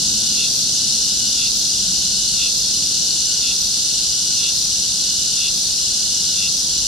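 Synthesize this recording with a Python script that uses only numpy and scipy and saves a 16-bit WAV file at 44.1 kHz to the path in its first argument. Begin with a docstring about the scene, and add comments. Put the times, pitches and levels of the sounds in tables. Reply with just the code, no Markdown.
"""A dense, glassy shrill of far cicadas fills the trees round a reedy park stream, flickering by band.
Three near cicadas buzz through it: volleys of rib snaps, each at its own beat, ring their bodies.
One more sings a phrase about every second: thin hiss, fluttering whine, then a low rasp that breaks off.
Its snaps drive resonances that follow the pitch of the abdomen. Filtered noise makes the far town
rumble, the drone of a motor and the soft wash of the stream."""
import sys
import numpy as np
from scipy import signal
from scipy.fft import rfft, irfft
from scipy.io import wavfile
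from scipy.ndimage import uniform_filter1d

SR = 44100
rng = np.random.default_rng(int(sys.argv[2]) if len(sys.argv) > 2 else 0)


def transcribe(u):
    """Save the signal u as a 16-bit wav file named by the first command-line argument.

    u: samples, shape (n,) or (channels, n), limited to [-1, 1]; the rate is SR.
    q: integer samples, one column per channel.
    """
    v = np.clip(np.atleast_2d(u).T, -1, 1)
    q = np.round(v * 32767).astype(np.int16)
    wavfile.write(sys.argv[1], SR, q)


N = 302967
TIME = np.arange(N) / SR  # s
FREQ = np.maximum(np.fft.rfftfreq(N, 1 / SR), 1)  # Hz, kept above 0 for logs and division

# town rumble and stream wash, spectrum before trims: freq_hz, level_db (per Hz)
GROUND_SPECTRUM = [(20, -95), (42, -58.5), (70, -64.5), (140, -62), (260, -66), (400, -71.5), (600, -75),
                   (1150, -82), (1900, -83.5), (4000, -102.5)]
# far traffic, deep rumble; only the changes about the mean count: time_s, level_db
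RUMBLE_LEVEL = [(0.05, -47), (0.07, -42), (0.37, -52), (2.36, -47), (2.79, -51), (5.9, -50), (6.71, -48),
                (6.8, -42)]
# far traffic, drone; only the changes about the mean count: time_s, level_db
DRONE_LEVEL = [(0.05, -36), (0.2, -37), (2.46, -40), (3.02, -38), (3.28, -40), (6.38, -40.5), (6.8, -40)]
# far motor, its pitch sinking overall while its level comes and goes: time_s, pitch_hz, level_db
MOTOR_COURSE = [(0, 220, -39.5), (1.2, 218, -47.5), (2, 186, -40), (3, 197, -52.5), (6.87, 187, -46)]
# far chorus, spectrum before trims: freq_hz, level_db (per Hz)
CHORUS_SPECTRUM = [(2400, -78.5), (2750, -68), (3150, -65.5), (3550, -58), (3950, -57.5), (4300, -50),
                   (4800, -55.5), (5250, -57), (5850, -50.5), (6200, -60), (7200, -56.5), (8500, -63.5),
                   (10200, -66.5), (12500, -74.5), (15300, -94)]
# far singers that stand out, before they waver and ease off:
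# pitch_hz, half_width_hz, peak_db (per Hz), left_minus_right_db
FAR_SINGERS = [(4893, 11, -59, -6), (4940, 4.1, -43, -1), (5214, 16, -47.5, 3), (6010, 16, -51.5, 1),
               (6394, 21, -47.5, -4), (7060, 22, -65, 1), (7150, 50, -67, 1), (7766, 15, -67, -6)]
# body resonances of the three near buzzers, relative levels: freq_hz, half_width_hz, level_db
LOW_BUZZER_BODY = [(3685, 222, -0.5), (4890, 420, 3), (6470, 400, -2.5), (8300, 450, -7.5)]
BRIGHT_BUZZER_BODY = [(4380, 160, -6.5), (5676, 210, 4.5), (8140, 340, -17.5), (9520, 370, -9.5),
                      (10850, 270, -15.5)]
DOUBLE_BUZZER_BODY = [(3860, 92, -2), (6065, 530, 1), (9700, 670, -10.5)]
# abdomen partials of the whine, relative levels: pitch_multiple, width_hz, level_db
WHINE_PARTIALS = [(2, 260, 3.5), (5, 310, 8)]
# partials of the slack abdomen in the rasp, relative levels: pitch_multiple, width_hz, level_db
RASP_PARTIALS = [(1.58, 280, -24), (1.89, 149, -8.5), (2, 113, -3.5), (2.11, 158, -7), (2.52, 323, 1)]
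# phrases, each lasting until the next; hiss peak before the hiss trim: start_s, hiss_peak_db
PHRASE_STARTS = [(-.52, -34), (.487, -32), (1.5, -33), (2.507, -33), (3.547, -33), (4.522, -34),
                 (5.509, -34), (6.498, -35)]

LAST_PHRASE_S = 1.0
# abdomen pitch: it tightens early in a phrase and slackens shortly before the end
TAUT_HZ, SLACK_HZ = 1464.5, 1394
TIGHTEN_S, SLACKEN_LEAD_S, SLACKEN_S = 0.22, 0.228, 0.16
# the whine sets in after a pause, swells, and gives way as the abdomen slackens
WHINE_START_DB, WHINE_DELAY_S, WHINE_ATTACK_S, SWELL_DB_PER_S, WHINE_SLACK_DB = -45, 0.14, 0.09, 6.5, -8
# the pumping of the abdomen holds, then dies away as the whine settles
FLUTTER_HZ, FLUTTER_HOLD_S, FLUTTER_FADE_S = 24.7, 0.2417, 0.35
# the rasp creeps in under the whine and jumps up with the slack
RASP_TAUT_DB, RASP_DELAY_S, RASP_ATTACK_S, RASP_SLACK_DB = -44, 0.43, 0.36, 14.5
BREAK_S = 0.034  # whine and rasp break off over this time
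SCATTER, LIMP = 0.6, 0.2  # noise between snaps, inequality of the tymbals (shares of a snap)
HISS_DELAY_S = 0.078  # from the start of a phrase to the peak of its hiss
TOP_HZ = 15500


def undb(db):
    """Decibels to gain."""
    return 10 ** (np.asarray(db) / 20)


def unit(x):
    """Scale each channel to rms 1."""
    return x / np.sqrt(np.mean(x ** 2, axis=-1, keepdims=True))


def pan(db):
    """Left and right gains for a left-minus-right level difference."""
    return undb(np.array([[db], [-db]]) / 2)


def ease(x):
    """A smooth step from 0 to 1 as x goes from 0 to 1."""
    return np.sin(np.pi / 2 * np.clip(x, 0, 1)) ** 2


def follow(table, at):
    """The columns of a table after the first, joined by straight lines."""
    x, *columns = np.transpose(table)
    return [np.interp(at, x, column) for column in columns]


def walk(rate):
    """Random levels held 1 / rate s and smoothed twice; spread near 1."""
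    hold = int(SR / rate)
    steps = np.repeat(rng.standard_normal(N // hold + 1), hold)
    return 1.3 * uniform_filter1d(uniform_filter1d(steps, hold), hold)[:N]


def shape(x, response):
    """Filter by a frequency response."""
    return irfft(rfft(x) * response, N)


def colour(points):
    """Response through (Hz, dB) points, straight on a log frequency axis."""
    hz, db = np.transpose(points)
    return undb(np.interp(np.log(FREQ), np.log(hz), db))


def resonance(hz, width):
    """A steep resonance, gain 1 at its centre; width in Hz between its half-amplitude points."""
    return (1 + 1j * (FREQ ** 2 - hz ** 2) / (FREQ * width)) ** -2


def glide(drive, pitch, partials):
    """Resonances that follow a pitch: turn the drive down to 0 Hz, smooth it, turn it back."""
    out = 0
    for multiple, width, db in partials:
        turn = np.exp(2j * np.pi * np.cumsum(multiple * pitch) / SR)
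        lowpass = signal.butter(3, width / 2, fs=SR, output="sos")
        ring = signal.sosfilt(lowpass, drive / turn)
        out = out + undb(db) * unit((ring * turn).real)
    return out


def air_noise(likeness, response=1):
    """Stereo noise, 0 dB per Hz times a response, with the given correlation of left and right."""
    re, im = rng.standard_normal((2, 2, len(FREQ)))
    mid, side = (re + 1j * im) * np.sqrt(SR * N / 2) / 2
    c = np.clip(likeness, -1, 1)
    spectrum = mid * np.sqrt(1 + c) + side * np.sqrt(1 - c) * np.array([[1], [-1]])
    return irfft(spectrum * response, N)


def clicks(times, sizes):
    """Impulses, each shared between two neighbouring samples to land between them."""
    at = np.ravel(times) * SR
    keep = (at >= 0) & (at < N - 1)
    at, sizes = at[keep], np.ravel(sizes)[keep]
    i = at.astype(int)
    return np.bincount(i, sizes * (1 - at + i), N) + np.bincount(i + 1, sizes * (at - i), N)


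def beats(hz, drift):
    """Times of the strokes of a muscle whose rate wanders a little."""
    phase = np.cumsum(hz * (1 + drift * walk(2))) / SR + rng.random()
    return np.interp(np.arange(1, phase[-1]), phase, TIME)


def foliage(x, scatter_s, wet_db, t60=1.0):
    """Reeds smear the sound differently for each ear; the trees add a short diffuse tail."""
    t = TIME[:SR // 2]
    near, far = rng.standard_normal((2, 2, len(t)))
    near = unit(signal.fftconvolve(x[None], near * np.exp(-t / scatter_s), axes=1)[:, :N])
    far = unit(signal.fftconvolve(x[None], far * undb(-60 * t / t60), axes=1)[:, :N])
    return unit(near + undb(wet_db) * far)


def ripple(depth_db, spacing_hz):
    """Echoes from stones and trunks give each ear its own fine, fixed, uneven response."""
    grid = np.arange(0, SR / 2, spacing_hz)
    rows = rng.standard_normal((2, 2048))
    gains = [undb(depth_db * np.interp(FREQ, grid, row[:len(grid)])) for row in rows]
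    return unit(np.array(gains))


def close_pair(x, alike_hz=3500, apart_hz=5700, narrow=0.16):
    """Two microphones close together hear the longer waves almost alike."""
    mid = x.mean(axis=0)
    width = np.interp(FREQ, [alike_hz, apart_hz], [narrow, 1])
    return shape(mid + shape(x - mid, width), 1 / np.hypot(1, width))


def ground(db=-0.5, motor_width=36, singers_db=-80):
    """Far traffic with a droning motor, the even wash of the stream, and the low partial of far singers."""
    levels = follow(RUMBLE_LEVEL, TIME) + follow(DRONE_LEVEL, TIME)
    rumble_db, drone_db = (level - np.mean(level) for level in levels)
    likeness = np.interp(FREQ, [30, 90, 180, 350, 1500], [.999995, .99997, .9987, .979, .974])
    bed = air_noise(likeness, colour(GROUND_SPECTRUM))
    # three crossfaded bands: deep rumble, drone, stream wash
    deep = np.interp(FREQ, [60, 100], [1, 0])
    wash = np.interp(FREQ, [300, 900], [0, 1])
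    rumble = shape(bed, deep) * undb(rumble_db)
    drone = shape(bed, 1 - deep - wash) * undb(drone_db)
    motor_hz, motor_db = follow(MOTOR_COURSE, TIME)
    motor = glide(rng.standard_normal(N), motor_hz, [(1, motor_width, 0)]) * undb(motor_db)
    singers = air_noise(1.0, resonance(1484, 216)) * undb(singers_db)
    return undb(db) * (rumble + drone) + motor + shape(bed, wash) + singers


def chorus(db=-1.0, fade_db_per_s=0.18, flicker_db=0.32, shrill_db=0, pan_db=1.3):
    """Far cicadas blur into noise whose bands swell on their own; a few tones stand out; all ease off."""
    likeness = np.interp(FREQ, [2420, 3100, 4500, 7060, 12000], [1.0, 0.45, 0.52, 0.21, -0.27])
    low_edge = 1 / np.sqrt(1 + (2380 / FREQ) ** 24)  # small bodies radiate almost nothing lower
    response = colour(CHORUS_SPECTRUM) * low_edge * ripple(depth_db=1.8, spacing_hz=39.76)
    crowd = rfft(air_noise(likeness, response))
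    centres = np.geomspace(2500, 15000, num=8)
    bands = [np.interp(FREQ, centres, share) for share in np.eye(len(centres))]
    out = sum(irfft(crowd * band, N) * undb(db + flicker_db * walk(13)) for band in bands) * pan(pan_db)
    for hz, half_width, peak_db, side_db in FAR_SINGERS:
        tone = air_noise(0.18, resonance(hz, 2 * half_width))
        out = out + tone * pan(side_db) * undb(shrill_db + peak_db + walk(1.8))
    return out * undb(-fade_db_per_s * TIME)


def buzzer(body, hz, ribs, db, pan_db, wet_db, jitter_s=0.000146, scatter_db=1.0):
    """Each muscle stroke buckles the tymbal ribs in turn (shares of the cycle); each snap rings the body."""
    times = beats(hz, 0.004)[:, None] + np.array(ribs) / hz
    slip, size = rng.standard_normal((2, *times.shape))
    snaps = clicks(times + jitter_s * slip, undb(scatter_db * size))
    ring = sum(undb(level_db) * resonance(f, 2 * half_width) for f, half_width, level_db in body)
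    heard = close_pair(foliage(snaps, 0.0011, wet_db))
    return unit(shape(heard, ring)) * undb(db) * pan(pan_db)


def phrase_clock():
    """Seconds since the current phrase began, and seconds until it ends."""
    starts = np.array(PHRASE_STARTS)[:, 0]
    ends = np.append(starts[1:], starts[-1] + LAST_PHRASE_S)
    current = np.searchsorted(starts[1:], TIME)
    return TIME - starts[current], ends[current] - TIME


def hiss(snaps, db=-5, rise_s=0.042, fall_s=0.049, snap_db=-5):
    """As the abdomen tightens again, only the thin top of the snaps sounds, smeared by leaves."""
    t = TIME - HISS_DELAY_S
    swell = 0
    for start, peak_db in PHRASE_STARTS:
        spread = np.where(t < start, rise_s, fall_s)
        swell = swell + undb(peak_db) * np.exp(-((t - start) / spread) ** 2 / 2)
    sizzle = unit(air_noise(-0.2)) + undb(snap_db) * foliage(snaps, 0.0015, -5)
    top = colour([(7000, -37), (10500, -2), (12000, -2), (14000, -3), (15500, -14)])
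    return unit(shape(sizzle, top * (FREQ > 5000))) * swell * undb(db)


def undertone(tension, age, db=-54.5, stretch=1.35, waver=0.01182, restart_db=-7, grow_s=1.0):
    """The lowest abdomen mode radiates faintly, grows through a phrase, bends further than the upper ones."""
    hz = SLACK_HZ + stretch * (TAUT_HZ - SLACK_HZ) * tension
    phase = 2 * np.pi * np.cumsum(hz * (1 + waver * tension * walk(130))) / SR
    effort_db = restart_db * uniform_filter1d(1 - ease(age / grow_s), SR // 50)
    return unit(np.sin(phase) * undb(1.8 * walk(70))) * undb(db + effort_db)


def phrase_singer(snap_hz=184.3, pan_db=2):
    """Fast tymbal snaps ring an abdomen that pumps, holds, and then slackens into a rasp."""
    age, left = phrase_clock()
    slack = ease((SLACKEN_LEAD_S - left) / SLACKEN_S)
    tension = ease(age / TIGHTEN_S) * (1 - slack)
    pitch = SLACK_HZ + (TAUT_HZ - SLACK_HZ) * tension
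    # the snap rate hardly changes, so the sinking resonances pass from one of its lines to the next
    times = beats(snap_hz, 0.004)
    slip, size = rng.standard_normal((2, len(times)))
    # the two tymbals snap in turn, and grow unequal as the abdomen slackens
    uneven = 1 + LIMP * np.interp(times, TIME, slack) * (-1) ** np.arange(len(times))
    snaps = unit(clicks(times + 0.00003 * slip, uneven * undb(2 * size)))
    drive = snaps + SCATTER * unit(air_noise(0.74))  # scatter off the leaves fills the gaps between snaps
    settling = age - FLUTTER_HOLD_S
    flutter_depth = 1 - ease(settling / FLUTTER_FADE_S)
    pumping = 1 + flutter_depth * np.cos(2 * np.pi * FLUTTER_HZ * settling)
    sung = age - WHINE_DELAY_S
    whine_db = WHINE_START_DB + SWELL_DB_PER_S * sung + WHINE_SLACK_DB * slack ** 2
    whine_gain = ease(sung / WHINE_ATTACK_S) * undb(whine_db)
    rasp_gain = ease((age - RASP_DELAY_S) / RASP_ATTACK_S) * undb(RASP_TAUT_DB + RASP_SLACK_DB * slack)
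    whine = glide(drive, pitch, WHINE_PARTIALS) * pumping * whine_gain
    rasp = glide(drive, pitch, RASP_PARTIALS) * rasp_gain
    voice = (whine + rasp) * ease(left / BREAK_S) * pan(pan_db)
    return voice + hiss(snaps) + undertone(tension, age)


def scene():
    """Ground, far chorus, three near buzzers and the phrase singer."""
    background = ground() + chorus()
    low = buzzer(LOW_BUZZER_BODY, hz=33.2, ribs=[0, .15, .25, .35, .52], db=-26.8, pan_db=2.5, wet_db=-11)
    bright = buzzer(BRIGHT_BUZZER_BODY, hz=34.7, ribs=[0, .1, .28, .36, .5], db=-28.8, pan_db=2, wet_db=-6)
    double = buzzer(DOUBLE_BUZZER_BODY, hz=37.8, ribs=[0, .08, .34, .41], db=-27.6, pan_db=-4.5, wet_db=-9)
    return background + low + bright + double + phrase_singer()


def record(dry):
    """A steep low-pass cuts the top above TOP_HZ."""
    return signal.sosfilt(signal.ellip(10, 0.2, 80, TOP_HZ, fs=SR, output="sos"), dry)


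dry = scene()
out = record(dry)
transcribe(out)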